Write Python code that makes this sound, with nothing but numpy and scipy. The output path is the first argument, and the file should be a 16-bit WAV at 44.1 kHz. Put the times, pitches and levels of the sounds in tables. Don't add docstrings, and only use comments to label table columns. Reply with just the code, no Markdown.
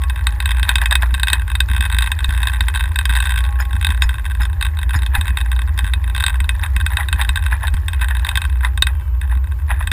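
import sys
import numpy as np
from scipy import signal
from scipy.fft import rfft, irfft, next_fast_len
from scipy.io import wavfile
from scipy.ndimage import uniform_filter1d, map_coordinates

SR = 44100
rng = np.random.default_rng(int(sys.argv[2]) if len(sys.argv) > 2 else 0)


def unload_audio(sound):
    columns = np.transpose(np.atleast_2d(sound))
    steps = np.round(np.clip(columns, -1, 1) * 32767)
    wavfile.write(sys.argv[1], SR, steps.astype(np.int16))


N = 437455

# t/s, strength/dB
CASE_KNOCKS = [(0.098, -17.5), (0.269, -7), (0.4027, -13), (0.4572, -11), (0.63, -11.5), (0.6914, -1),
               (0.756, -2.5), (0.8154, -12.5), (0.858, -6.5), (0.91, -9), (0.954, -1), (1.022, -14),
               (1.141, -12.5), (1.2322, -3.5), (1.2711, -13), (1.3313, -1), (1.5529, -8.5), (1.6039, -4),
               (1.8078, -12), (1.9859, -5), (2.0227, -10), (2.1173, -9), (2.244, -12.5), (2.4305, -11.5),
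               (2.4715, -7.5), (2.607, -10), (2.6836, -11), (2.9586, -12.5), (2.9886, -6.5), (3.0545, -7),
               (3.1525, -14), (3.8467, -8), (3.8681, -10), (4.021, -5), (4.092, -15.5), (4.6253, -10.5),
               (5.1512, -9), (5.2112, -13), (5.372, -11), (5.5163, -16.5), (5.9359, -12.5), (6.239, -9),
               (6.264, -5), (6.403, -16.5), (6.4919, -9), (6.6362, -14.5), (6.764, -12), (6.8636, -10),
               (6.9697, -8), (7.0855, -16), (7.1276, -7.5), (7.2134, -9), (7.2913, -8.5), (7.358, -11),
               (7.6708, -18.5), (7.8826, -14), (8.2477, -15), (8.29, -8.5), (8.3553, -10), (8.3735, -7),
               (8.4177, -14.5), (8.6476, -14), (8.7753, -16), (8.823, -1.5), (8.8694, -9.5), (9.214, -24.5),
               (9.8729, -13.5), (9.9157, -10.5)]


def case_rattle(shake_db, gain_db, tick_db):
    # f/Hz, gain/dB, t60/s
    case_modes = [(1844, 2, .0035), (823, -18.5, 0.021), (1009, -9.5, 0.019), (1107, -12, 0.032),
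                  (1543, -5, 0.035), (1728, 4.5, 0.0069), (1911, -3.5, 0.015), (2620, -25, 0.0049),
                  (2540, -22, 0.11), (2632, -7, 0.015), (3118, -19.5, 0.052), (3611, 5, 0.0056),
                  (3734.4, 3, 0.01), (4820, -23, 0.0062), (7160, -28.5, 0.016), (8300, -7, 0.014),
                  (8600, -4, 0.0026), (9550, -20, 0.036), (10120, -21, 0.023), (10505, -22, 0.039),
                  (12700, -25.5, 0.022), (14600, -21, 0.018), (13600, -30, .03), (14270, -14.5, 0.01)]
    # f/Hz, slope/(dB/dB)
    bite = [(1000, 0.4863), (2500, 0.83), (3600, 1.0), (5000, 1.5), (8300, 1.0), (10000, 0.59),
            (14500, 0.78)]
    pivot_db = -17
    knock_s, knocks_db = np.transpose(CASE_KNOCKS)
    knocks = np.round(knock_s * SR).astype(int)
    touches, touches_db = chatter()
    ticks, ticks_db = light_ticks(shake_db)
    at = np.r_[knocks, touches, ticks]
    force_db = np.r_[knocks_db, touches_db, ticks_db + tick_db]
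    level_of = lambda hz: gain_db + pivot_db + at_hz(bite, hz) * (force_db - pivot_db)
    return strike(case_modes, at, level_of, rebound=0.3, max_lag_s=0.0012, scatter_db=1.5)


def chatter(swing_s=0.017, jitter=0.35, spread_db=3.0):
    # start/s, length/s, strength/dB
    spells = [(0.925, .03, -9.5), (1.283, .045, -11.5), (1.699, .17, -22), (1.925, .15, -19.5),
              (2.292, .27, -26), (2.74, .07, -18.5), (3.097, .30, -18), (3.812, .11, -18),
              (4.611, .055, -18.5), (5.385, .025, -18), (5.777, .02, -14), (6.205, .11, -15.5),
              (7.438, .03, -29.5), (8.012, .035, -22), (8.267, .02, -14.5)]
    touches = []
    for start_s, length_s, db in spells:
        gaps_s = swing_s * (1 + jitter * rng.uniform(-1, 1, 64))
        swings_db = db + spread_db * rng.standard_normal(64)
        since_s = np.r_[0, np.cumsum(gaps_s)]
        touches += [(start_s + s, hit_db) for s, hit_db in zip(since_s, swings_db) if s < length_s]
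    touch_s, touch_db = np.transpose(touches)
    at = np.round(touch_s * SR).astype(int)
    landed = ~in_flight(at, flight_s=0.011)
    return at[landed], touch_db[landed]


def light_ticks(shake_db, min_gap_s=0.007, wait_s=0.023, spread_db=5.0, clump_db=4.5):
    gaps_s = min_gap_s + wait_s * rng.exponential(size=4096)
    at = (np.cumsum(gaps_s) * SR).astype(int)
    at = at[(at < N) & ~in_flight(at, flight_s=0.032)]
    chance_db = spread_db * rng.standard_normal(N) + clump_db * drift(rate_hz=16)
    return at, shake_db[at] + np.minimum(chance_db[at], 10)


def in_flight(at, flight_s):
    until_s = np.transpose(CASE_KNOCKS)[0] - at[:, None] / SR
    return np.any((until_s > 0) & (until_s < flight_s), axis=1)


def mount_thumps(gain_db, hz, t60_s, slope):
    knock_s, knocks_db = np.transpose(CASE_KNOCKS)
    clicks = np.zeros(N)
    clicks[np.round(knock_s * SR).astype(int)] = from_db(gain_db + slope * knocks_db)
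    return ring(clicks, hz, t60_s)


def bodywork(shake_db, touches_per_s, spread_db, clatter_db, chatter_db):
    # peak t/s, level/dB
    clatter = [(.69, -19.5), (.82, -23.5), (.92, -25), (1.03, -25), (1.33, -21), (3.60, -24), (4.03, -27.5),
               (4.41, -24.5), (4.945, -21), (5.15, -20.5), (5.79, -32), (6.63, -26), (6.915, -25),
               (6.995, -20), (7.195, -20), (7.525, -19.5), (7.635, -25.5), (8.02, -27.5), (8.11, -27.5),
               (8.28, -28), (8.64, -20), (8.885, -31), (9.23, -34.5), (9.315, -29.5), (9.705, -18),
               (9.805, -25)]
    # f/Hz, gain/dB, t60/s
    panel_modes = [(802, -23.5, 0.13), (1006, -1, 0.012), (1424, -6, 0.015), (1725, 3, 0.014),
                   (1942, -1.5, 0.017), (2407, -9, 0.018), (3660, -11, 0.01), (8450, -18, 0.0073),
                   (10170, -9.5, 0.011), (13500, -7, 0.0044)]
    at = np.cumsum(rng.uniform(0.3, 1.7, 4096) * SR / touches_per_s).astype(int)
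    at = at[at < N]
    bumps = from_db(clatter_db) * bursts(clatter, rise_s=0.0089, fall_s=0.018)
    force = np.hypot(bumps, from_db(shake_db + chatter_db))[at]
    force_db = 20 * np.log10(force) + spread_db * rng.standard_normal(N)[at].clip(-2, 1.5)
    return strike(panel_modes, at, lambda hz: force_db, rebound=0.98, max_lag_s=0.00291, scatter_db=4.5)


def strike(modes, at, level_of, rebound, max_lag_s, scatter_db):
    max_touches, count = 4096, len(at)
    lags_s = max_lag_s * rng.random((max_touches, 2))[:count]
    shares = rebound * rng.standard_normal((max_touches, 2))[:count].clip(-1, 1)
    energy_norm = 1 / np.sqrt(1 + np.sum(shares ** 2, axis=1))
    out = np.zeros(N)
    for hz, gain_db, t60_s in modes:
        chance_db = scatter_db * rng.standard_normal(max_touches)[:count]
        size = energy_norm * from_db(level_of(hz) + gain_db + chance_db)
        out = ring(contacts(at, size, lags_s, shares), hz, t60_s) - out
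    return out


def contacts(at, size, lags_s, shares):
    clicks = np.zeros(N)
    np.add.at(clicks, at.clip(0, N - 1), size)
    for lag_s, share in zip(lags_s.T, shares.T):
        rebound_at = at + (lag_s * SR).astype(int)
        np.add.at(clicks, rebound_at.clip(0, N - 1), size * share)
    return clicks


def frame_ring(rattle, gain_db, t60_s):
    t = np.arange(int(0.25 * SR)) / SR
    tail = rng.standard_normal(len(t)) * from_db(-60 * t / t60_s)
    return from_db(gain_db) * signal.fftconvolve(rattle, tail / np.linalg.norm(tail))[:N]


def squeaks():
    # peak t/s, level/dB
    rubs = [(3.608, -33.5), (4.03, -28), (4.425, -36.5), (4.45, -52), (4.962, -31.5)]
    # f/Hz, bandwidth/Hz, gain/dB
    joint_modes = [(5135, 82, 0.5), (6880, 96, -3)]
    friction = rng.standard_normal(N)
    tone = 0
    for hz, width_hz, db in joint_modes:
        t60_s = np.log(1000) / (np.pi * width_hz)
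        tone += from_db(db) * rms_one(ring(friction, hz, t60_s))
    return tone * bursts(rubs, rise_s=0.0055, fall_s=0.0099)


def rumble(gain_db, evenness, heave, squash, knee):
    # f/Hz, density/dB
    spectrum = [(12, -53), (28, -31.5), (44, -21.5), (53, -7), (60, 3.5), (67, -6.5), (76, -4.5),
                (90, -14.5), (110, -28.5), (140, -39.5), (300, -73.5)]
    heaves_s = [1.131, 1.711, 2.29, 3.102, 3.75, 3.898, 4.062, 4.41, 4.961, 5.19, 5.838, 6.412, 6.77, 7.148,
                7.301, 7.74]
    t = np.arange(N) / SR
    noise = colour(rng.standard_normal(N), spectrum)
    envelope = np.abs(signal.hilbert(noise, next_fast_len(N)))[:N]
    usual = rms_one(noise / uniform_filter1d(envelope, int(0.061 * SR)) ** evenness)
    wide = heave * noise / (uniform_filter1d(envelope, int(0.0066 * SR)) + 0.0064)
    jolt = np.minimum(sum(np.exp(-((t - s) / 0.011) ** 2) for s in heaves_s), 1)
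    swing = (1 - jolt) * usual + jolt * wide
    return from_db(gain_db) * swing / (1 + np.abs(squash * swing) ** knee) ** (1 / knee)


def tyres(level_db):
    # f/Hz, density/dB
    spectrum = [(200, 1), (380, 2), (450, -10.5), (590, 0.5), (720, -15), (900, 2.5), (1500, -6.5),
                (3000, -16), (5000, -44), (7500, -47), (10000, -29), (16000, -37)]
    return from_db(level_db) * colour(rng.standard_normal(N), spectrum)


def grit(shake_db, gain_db, slope, grains_per_s=70, spread_db=5.0, decay_s=0.00084):
    # f/Hz, density/dB
    spectrum = [(1500, -20), (3500, 0.5), (5200, -1.5), (7300, -3.5), (9000, -14), (14000, -18)]
    onsets = rng.random(N) < grains_per_s / SR
    size = from_db(spread_db * rng.standard_normal(N).clip(-2, 2))
    envelope = signal.lfilter([1], [1, -np.exp(-1 / (decay_s * SR))], onsets * size + 1e-18)
    cracks = colour(envelope * rng.standard_normal(N), spectrum)
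    return from_db(gain_db + slope * (shake_db - shake_db.mean())) * cracks


def drive_whine(wobble, waver_db):
    # t/s, base f/Hz, level/dB
    curve = [(0, 274.8, -44), (3.0, 279, -62), (3.47, 274.5, -36), (3.73, 272, -39), (3.95, 266, -49.5),
             (9.92, 273.4, -50)]
    # multiple of base f, gain/dB
    orders = [(2, -23), (3, -6), (4, -3)]
    base_hz, level_db = in_time(curve)
    phase = 2 * np.pi * np.cumsum(base_hz * (1 + wobble * drift(rate_hz=30))) / SR
    return sum(from_db(level_db + db + waver_db * drift(rate_hz=16)) * np.sin(order * phase)
               for order, db in orders)


def sliding_whine(wobble):
    # t/s, base f/Hz, level/dB
    curve = [(7.7, 344.4, -100), (7.95, 352.3, -55), (8.15, 345, -64), (8.4, 398, -59), (8.65, 390, -75),
             (8.92, 401, -62), (9.03, 382, -56), (9.2, 360.6, -74), (9.4, 360, -100)]
    base_hz, level_db = in_time(curve)
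    phase = 2 * np.pi * np.cumsum(base_hz * (1 + wobble * drift(rate_hz=50))) / SR
    return from_db(level_db) * sum(np.sin(order * phase) for order in (6, 7, 8))


def whistle():
    # f/Hz, rms level/dB
    tones = [(11951, -61.5), (12074, -58.5)]
    t = np.arange(N) / SR
    return sum(from_db(db) * np.sqrt(2) * np.sin(2 * np.pi * hz * t) for hz, db in tones)


def enclosure(x):
    # f/Hz, Q
    dips = [(6000, 8.5), (11700, 63), (12450, 27)]
    for hz, q in dips:
        x = signal.lfilter(*signal.iirnotch(hz, q, fs=SR), x)
    return x


def from_db(db):
    return 10 ** (np.asarray(db) / 20)


def rms_one(x):
    return x / np.sqrt(np.mean(x ** 2) + 1e-20)


def in_time(rows):
    times_s, *columns = np.transpose(rows)
    return [np.interp(np.arange(N) / SR, times_s, column) for column in columns]


def at_hz(points, hz):
    points_hz, values = np.transpose(points)
    return np.interp(np.log(hz + 1e-9), np.log(points_hz), values)


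def colour(x, spectrum):
    size = next_fast_len(N)
    hz = np.arange(size // 2 + 1) * SR / size
    return rms_one(irfft(rfft(x, size) * from_db(at_hz(spectrum, hz)), size)[:N])


def drift(rate_hz):
    knots = rng.standard_normal(4096)
    return rms_one(map_coordinates(knots, [np.arange(N) * rate_hz / SR], order=1, mode="wrap"))


def ring(clicks, hz, t60_s):
    radius, angle = from_db(-60 / (t60_s * SR)), 2 * np.pi * hz / SR
    return signal.lfilter([0, np.sin(angle)], [1, -2 * radius * np.cos(angle), radius ** 2], clicks + 1e-18)


def bursts(peaks, rise_s, fall_s):
    t = np.arange(0, N, 16) / SR
    power = sum(from_db(2 * db) * np.exp(-2 * np.maximum((s - t) / rise_s, (t - s) / fall_s))
                for s, db in peaks)
    return np.interp(np.arange(N) / SR, t, np.sqrt(power))


def scene():
    # t/s, level/dB
    shake = [(0, -29), (0.9, -23), (1.45, -30), (2.4, -21.5), (2.88, -28), (3.25, -23), (3.65, -32),
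             (3.95, -27), (4.3, -35), (5.0, -31.5), (5.25, -24), (5.65, -31), (6.4, -29), (7.45, -26),
             (7.85, -31.5), (8.3, -22), (9.0, -53), (9.92, -38)]
    shake_db, = in_time(shake)
    rattle = case_rattle(shake_db, gain_db=2.5, tick_db=1.5)
    rattle += bodywork(shake_db, touches_per_s=240, spread_db=2.5, clatter_db=3.5, chatter_db=-13.5)
    rattle += frame_ring(rattle, gain_db=-11, t60_s=0.06)
    low_cut = signal.butter(4, 720, "high", fs=SR, output="sos")
    out = signal.sosfilt(low_cut, rattle)
    out += mount_thumps(gain_db=-22.5, hz=270, t60_s=0.015, slope=1.6) + squeaks()
    out += tyres(level_db=-47.0) + grit(shake_db, gain_db=-60, slope=0.9)
    out += drive_whine(wobble=0.0035, waver_db=4.0) + sliding_whine(wobble=0.0031)
    out += rumble(gain_db=-16.0, evenness=0.41, heave=2.98, squash=0.44, knee=6.3)
    return (enclosure(out) + whistle())[None]


def record(dry):
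    stop_db, stop_hz = 80, 16400
    low_pass = signal.cheby2(16, stop_db, stop_hz, fs=SR, output="sos")
    return signal.sosfilt(low_pass, np.clip(dry, -1, 1))


dry = scene()
out = record(dry)
unload_audio(out)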